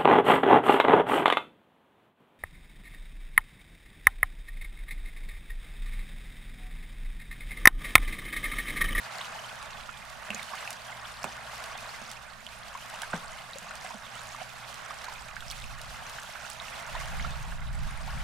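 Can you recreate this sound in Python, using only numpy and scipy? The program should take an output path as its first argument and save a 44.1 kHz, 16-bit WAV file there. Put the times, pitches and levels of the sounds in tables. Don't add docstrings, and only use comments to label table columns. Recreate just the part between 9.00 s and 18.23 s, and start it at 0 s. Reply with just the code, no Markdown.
import sys
import numpy as np
from scipy import signal
from scipy.fft import rfft, irfft, next_fast_len
from scipy.io import wavfile
from scipy.ndimage import uniform_filter1d, map_coordinates

SR = 44100
rng = np.random.default_rng(int(sys.argv[2]) if len(sys.argv) > 2 else 0)


def generate_wav(signal):
    frames = np.transpose(np.atleast_2d(signal))
    scaled = np.clip(frames, -1, 1) * 32767
    pcm = np.round(scaled).astype(np.int16)
    wavfile.write(sys.argv[1], SR, pcm)


N = 407043


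# [f/Hz, relative density/dB per Hz]
WASH_SPECTRUM = [(250, -13), (420, -2), (579, -0.5), (850, 3), (1650, 0), (5000, -23), (11000, -120)]
# [f/Hz, relative density/dB per Hz]
SPRAY_SPECTRUM = [(1470, -21), (2500, 0), (8200, -12), (15200, -13), (16000, -28)]
# [f/Hz, correlation]
STEREO_LIKENESS = [(500, 0.041), (2000, 0.48), (5000, 0.36), (10000, 0.013)]


def lapping():
    wash_db, spray_db, pan_db = waves()
    surge = wobble(8)
    wash_gain = amp(wash_db - 0.5 + 1.44 * surge)
    wash = wash_gain * rush(WASH_SPECTRUM, STEREO_LIKENESS, patchy_db=0.4)
    spray_gain = amp(spray_db + 0.82 * surge + 1.8 * wobble(30))
    spray = spray_gain * rush(SPRAY_SPECTRUM, STEREO_LIKENESS, patchy_db=0.94)
    gurgle = swarm(wash_db - 6.0, count=6000, centre_hz=1301.6, spread=0.55, cycles=4.61,
                   scatter_db=2.5, clump_s=.06, rise=0.08, size=420)
    fizz = swarm(spray_db - 12.0 + 2.07 * surge, count=12000, centre_hz=5620, spread=0.45, cycles=2.63,
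                 scatter_db=6.0, clump_s=0.0073, rise=0.069, size=90)
    crests = splashes(spray_db - 6.5, count=500)
    return sides(pan_db) * (wash + spray + crests + fizz + stones(gurgle))


# [crest t/s, wash level/dB, spray level/dB, left-right level/dB]
BREAKING_WAVES = [(.24, -42, -51.5, -1), (1.5, -42.5, -49.5, -3), (2.1, -47.5, -56, 3.5),
                  (2.7, -44, -52.5, -1), (3.98, -46, -52.5, 0), (4.75, -49.5, -56.5, 1),
                  (5.4, -49.5, -55, -3), (6.05, -48, -67, -3), (6.45, -65, -55.5, -16),
                  (7.12, -45.5, -52.5, 0), (7.55, -55.5, -53, -38), (7.99, -42, -51, -1.5),
                  (9.25, -45, -53, 3.5)]
RISE_S, EBB_S = 0.31, 0.37
CALM_WASH_DB, CALM_SPRAY_DB, CALM_PAN_DB = -48, -55.5, -5.5


def waves():
    crest_s, wash_db, spray_db, pan_db = np.transpose(BREAKING_WAVES)[:, :, None]
    after = np.arange(N) / SR - crest_s
    swell = np.exp(-(after / np.where(after < 0, RISE_S, EBB_S)) ** 2)
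    wash, calm = amp(2 * wash_db) * swell, amp(2 * CALM_WASH_DB)
    spray = (amp(2 * spray_db) * swell).sum(axis=0) + amp(2 * CALM_SPRAY_DB)
    total = wash.sum(axis=0) + calm
    place_db = ((wash * pan_db).sum(axis=0) + calm * CALM_PAN_DB) / total
    return 10 * np.log10(total), 10 * np.log10(spray), place_db


def swarm(level_db, count, centre_hz, spread, cycles, scatter_db, clump_s, rise, size):
    u, g = rng.random((count, 3)), rng.standard_normal((count, 4))
    clump_start = np.repeat(u[::8, 0], repeats=8)[:count] * N / SR
    s = np.clip(clump_start + clump_s * u[:, 1], 0, (N - 1) / SR)
    db = level_db[(s * SR).astype(int)] - scatter_db * np.log(1 - u[:, 2] * 49 / 50)
    hz = np.clip(centre_hz * np.exp(spread * g[:, 0]), 650, 13000)
    pan_db = 4.3 * g[:, 1]
    life = cycles * np.exp(0.567 * g[:, 2])
    glide = rise * np.exp(g[:, 3:] / 2)
    return bubbles(s, db, hz, pan_db, life, glide, size=size, onset=1.45)


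def splashes(level_db, count):
    u = rng.random((count, 3))
    db = level_db[(u[:, 0] * N).astype(int)] - 8.0 * np.log(1 - u[:, 1] * 29 / 30)
    pan_db = 8 * (u[:, 2] - .5)
    burst = puffs(zip(u[:, 0] * N / SR, db, pan_db), t60=0.012, rise_s=0.0026)
    return filtered(burst, lambda f: 1 / (1 + (900 / (f + 1)) ** 2) / np.sqrt(1 + (f / 3000) ** 2))


# [t/s, peak level/dB, f/Hz, left-right level/dB]
LARGE_BUBBLES = [(.191, -31, 1900, 0), (.21, -33, 1040, -2), (.35, -33, 830, 4), (0.891, -34.5, 1310, -17),
                 (1.394, -33, 2130, -12), (1.534, -29, 1070, -10), (2.752, -31, 800, -2),
                 (3.751, -29.5, 1004, 2), (3.938, -31.5, 850, -7), (4.016, -34, 1500, -7),
                 (4.023, -30.5, 840, -8), (4.033, -28, 1600, -6), (4.132, -22.5, 1450, -7),
                 (4.557, -34.5, 537, 3), (4.709, -33, 1390, 13), (4.846, -31, 695, 0),
                 (4.906, -31.5, 947, -9), (5.347, -31.5, 1140, -3), (5.415, -32.5, 706, -10),
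                 (5.862, -37, 1340, -5), (5.906, -31, 1130, -6), (6.083, -30.5, 960, -5),
                 (6.366, -29, 1560, -12), (6.423, -36, 1430, -12), (7.185, -29.5, 1580, -2),
                 (7.356, -34, 1460, -12), (7.951, -27.5, 940, -4), (7.962, -31, 1750, -3),
                 (8.197, -29, 2000, -4), (8.247, -27, 1270, -8), (8.522, -35, 1580, -6),
                 (9.077, -31, 840, -2)]
SMACK_DB = -3.5


def plops():
    s, db, hz, pan_db = np.transpose(LARGE_BUBBLES)
    burst = puffs(zip(s, db + SMACK_DB, pan_db), t60=0.046, rise_s=0.00075)
    smack = filtered(burst, lambda f: 1 / (1 + (700 / (f + 1)) ** 2) / (1 + (f / 3000) ** 4))
    return bubbles(s, db, hz, pan_db, 5.4, 0.13, size=1800, onset=13.5) + smack


# [t/s, ring peak level/dB, ring f/Hz, impact level before its filter/dB]
DROPS = [(.184, -34.5, 4200, -54), (.209, -30, 2780, -55), (0.214, -26.5, 3500, -55),
         (0.246, -33, 2900, -47), (1.3046, -21.5, 2630, -38), (1.347, -26, 6530, -34),
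         (1.676, -25.5, 2500, -43), (1.706, -42, 2820, -29.5), (2.231, -29, 5400, -42),
         (2.2425, -27, 2460, -30.5), (2.864, -38, 3830, -47), (3.115, -38, 3380, -34.5),
         (3.466, -29.5, 3030, -43), (4.0194, -30, 3140, -30), (4.5336, -30, 3820, -50),
         (4.585, -33.5, 7050, -37), (6.044, -36, 4200, -40), (6.406, -33, 3340, -40),
         (6.482, -33, 5160, -44), (6.501, -27, 5400, -45), (6.507, -31, 3200, -38),
         (6.513, -28.5, 4220, -32), (6.521, -41, 3260, -38), (6.6217, -34, 3580, -54),
         (6.641, -33, 2550, -53), (6.8155, -36, 3900, -35.5), (7.501, -38, 2780, -31.5),
         (7.6, -27.5, 3660, -61), (7.6827, -34, 2600, -55)]
DRIP_PAN_DB, IMPACT_LEAD_S = -4, .002


def drips():
    s, db, hz, impact_db = np.transpose(DROPS)
    pan_db = np.full(len(s), DRIP_PAN_DB)
    burst = puffs(zip(s - IMPACT_LEAD_S, impact_db, pan_db), t60=.01, rise_s=.003)
    impact = filtered(burst, lambda f: 1 / (1 + (2000 / (f + 1)) ** 2) / (1 + (f / 13500) ** 2))
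    return bubbles(s, db, hz, pan_db, 2.5, 0.033, size=400, onset=1.6) + impact


# [t/s, boom envelope peak/dB, boom f/Hz, boom left-right level/dB, crack envelope peak/dB, crack f/Hz]
HOLLOW_SLAPS = [(1.303, -44, 220, -18, -26.5, 720), (1.345, -44.5, 223, -13, -32, 476),
                (2.2429, -48, 182, -18, -16.5, 1020), (3.017, -52, 240, -19, -30, 800),
                (4.1372, -32, 180, 3, -15, 740), (4.944, -45, 222, -15, -32, 800)]
SPLASH_DB = -1.5


def slaps():
    s, db, hz, pan_db, crack_db, crack_hz = np.transpose(HOLLOW_SLAPS)
    boom = bubbles(s, db, hz, pan_db, 3.2, -0.1, size=4000)
    crack = bubbles(s, crack_db, crack_hz, pan_db / 2, 0.83, -0.21, size=600, onset=3.3)
    tail = puffs(zip(s, crack_db + SPLASH_DB, pan_db / 2), t60=0.18, rise_s=0.0017)
    splash = filtered(tail, lambda f: 1 / (1 + (f / 1200) ** 3) / (1 + (180 / (f + 1)) ** 4))
    return boom + crack + splash


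# [t/s, strength/dB]
WIND_STRENGTH = [(0.0, -67), (0.75, -53), (1.6, -61.5), (4.05, -56.5), (4.32, -49), (4.4, -59),
                 (6.0, -56.5), (6.7, -43), (7.25, -58), (7.85, -54.5), (7.95, -41.5), (8.2, -34.5),
                 (8.5, -37), (8.7, -32), (8.85, -30.5), (8.9, -37.5), (9.23, -34.5)]
# [f/Hz, relative density/dB per Hz]
BUFFET_SPECTRUM = [(18, 3), (38, 3.5), (62, 1.5), (87, -16), (131, -5), (175, -14), (280, -35.5),
                   (450, -120)]
FLUTTER_HZ, FLUTTER_FROM_DB, FLUTTER_GROWS = 97, -29, 0.095


def wind():
    wind_s, strength_db = np.transpose(WIND_STRENGTH)
    wind_db = np.interp(np.arange(N) / SR, wind_s, strength_db)
    lumps = amp(1.9 * wobble(14) + 2.6 * np.array([wobble(9.9), wobble(12)]))
    noise = rush(BUFFET_SPECTRUM, [(50, -0.17), (150, 0.69)], patchy_db=-1.5)
    push = unit(np.tanh(0.94 * lumps * noise))
    flutter = filtered(push, lambda f: 1 / (1 + (FLUTTER_HZ / (f + 1)) ** 6))
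    flutter_gain = amp(FLUTTER_GROWS * (wind_db - FLUTTER_FROM_DB))
    return amp(wind_db) * (push - flutter + flutter_gain * flutter)


# [t/s, length/s, first f/Hz, last f/Hz, level before wavering/dB]
WHISTLES = [(0.876, .125, 2760, 2380, -51), (8.265, 0.048, 3070, 2520, -47)]
BEND = 2.62


def bird():
    out, waver_db = np.zeros(N), 2.3 * wobble(60)
    for s, length, first_hz, last_hz, db in WHISTLES:
        start, n = round(s * SR), round(length * SR)
        hz = last_hz + (first_hz - last_hz) * np.linspace(1, 0, n) ** BEND
        gain = amp(db + waver_db[start:][:n]) * np.hanning(n) ** .35
        out[start:][:n] += gain * np.sin(2 * np.pi * np.cumsum(hz) / SR)
    return out


# [f/Hz, relative density/dB per Hz]
RUMBLE_SPECTRUM = [(85, -47), (119, -4.5), (146, -7), (221, -7.5), (320, -19), (600, -120)]


def rumble():
    return amp(-60) * rush(RUMBLE_SPECTRUM, STEREO_LIKENESS, patchy_db=1.5)


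# [f/Hz, level before wavering/dB]
DRONE_TONES = [(63, -64), (118.4, -63)]


def drone():
    t = np.arange(N) / SR
    return sum(amp(db + 2.3 * wobble(1.72)) * np.sin(2 * np.pi * hz * t + 1.77 * wobble(3))
               for hz, db in DRONE_TONES)


def bubbles(s, db, hz, pan_db, cycles, rise, size, onset=5):
    t = np.arange(size) / SR
    age = t * (hz / cycles)[:, None]
    phase = 2 * np.pi * hz[:, None] * t * (1 + rise * (np.minimum(age, 2) / 2 - .5))
    shape = np.exp(-age) * (1 - np.exp(-onset * age))
    wave = amp(db)[:, None] * shape / shape.max(axis=1, keepdims=True) * np.sin(phase)
    at = ((s * SR).astype(int)[:, None] + np.arange(size)).ravel()
    return np.array([np.bincount(at, (wave * g[:, None]).ravel(), N + size)[:N] for g in sides(pan_db)])


def puffs(rows, t60, rise_s):
    t, out = np.arange(round(t60 * SR) + 200) / SR, np.zeros((2, N + SR))
    shape = amp(-60 * t / t60) * (1 - np.exp(-(t / rise_s) ** 2))
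    shape = shape / shape.max()
    for s, db, pan_db in rows:
        burst = amp(db) * shape * rng.standard_normal(len(t))
        out[:, round(s * SR):][:, :len(t)] += sides(pan_db)[:, None] * burst
    return out[:, :N]


def stones(x):
    t = np.arange(600) / SR
    tail = rng.standard_normal((2, len(t))) * amp(-60 * t / 0.1)
    tail = tail / np.linalg.norm(tail[0])
    return x + amp(-7) * signal.fftconvolve(x, tail, axes=1)[:, :N]


def rush(spectrum, alike, patchy_db):
    z = signal.stft(rng.standard_normal((2, N)), nperseg=256)[2]
    field = uniform_filter1d(rng.standard_normal(z.shape[1:]), size=4, axis=0)
    field = uniform_filter1d(field, size=6, axis=1)
    pair = signal.istft(z * amp(patchy_db * unit(field)), nperseg=256)[1][:, :N]

    def mid_side_response(hz):
        turn = np.arccos(np.clip(along(alike, hz), -1, 1)) / 2
        return amp(along(spectrum, hz)) * [np.cos(turn), np.sin(turn)]

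    mid, side = filtered(pair, mid_side_response)
    return unit(np.array([mid + side, mid - side]))


def wobble(rate):
    return map_coordinates(rng.standard_normal(int(N * rate / SR) + 4), [np.arange(N) * rate / SR])


def filtered(x, response):
    m = next_fast_len(N + 8192)
    return irfft(rfft(x, m) * response(np.fft.rfftfreq(m, 1 / SR)), m)[..., :N]


def along(points, hz):
    f, v = np.transpose(points)
    return np.interp(np.log(hz + 1), np.log(f + 1), v)


def sides(pan_db):
    return amp(np.array([pan_db / 2, -pan_db / 2]))


def amp(db):
    return 10 ** (np.asarray(db) / 20)


def unit(x):
    return x / np.sqrt(np.mean(x ** 2) + 1e-20)


def scene():
    water = lapping() + stones(plops() + drips()) + slaps()
    lows = sides(-3.1)[:, None] * (wind() + drone() + rumble())
    return water + bird() + lows


# [f/Hz, gain level/dB]
MICROPHONE_COLOUR = [(240, 0), (300, -9.5), (400, -10.5), (560, -4), (9000, 2.5), (15800, -8.5)]
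TOP_HZ = 15850


def record(dry):
    return filtered(dry, lambda hz: amp(along(MICROPHONE_COLOUR, hz)) * (hz < TOP_HZ))


dry = scene()
out = record(dry)
generate_wav(out)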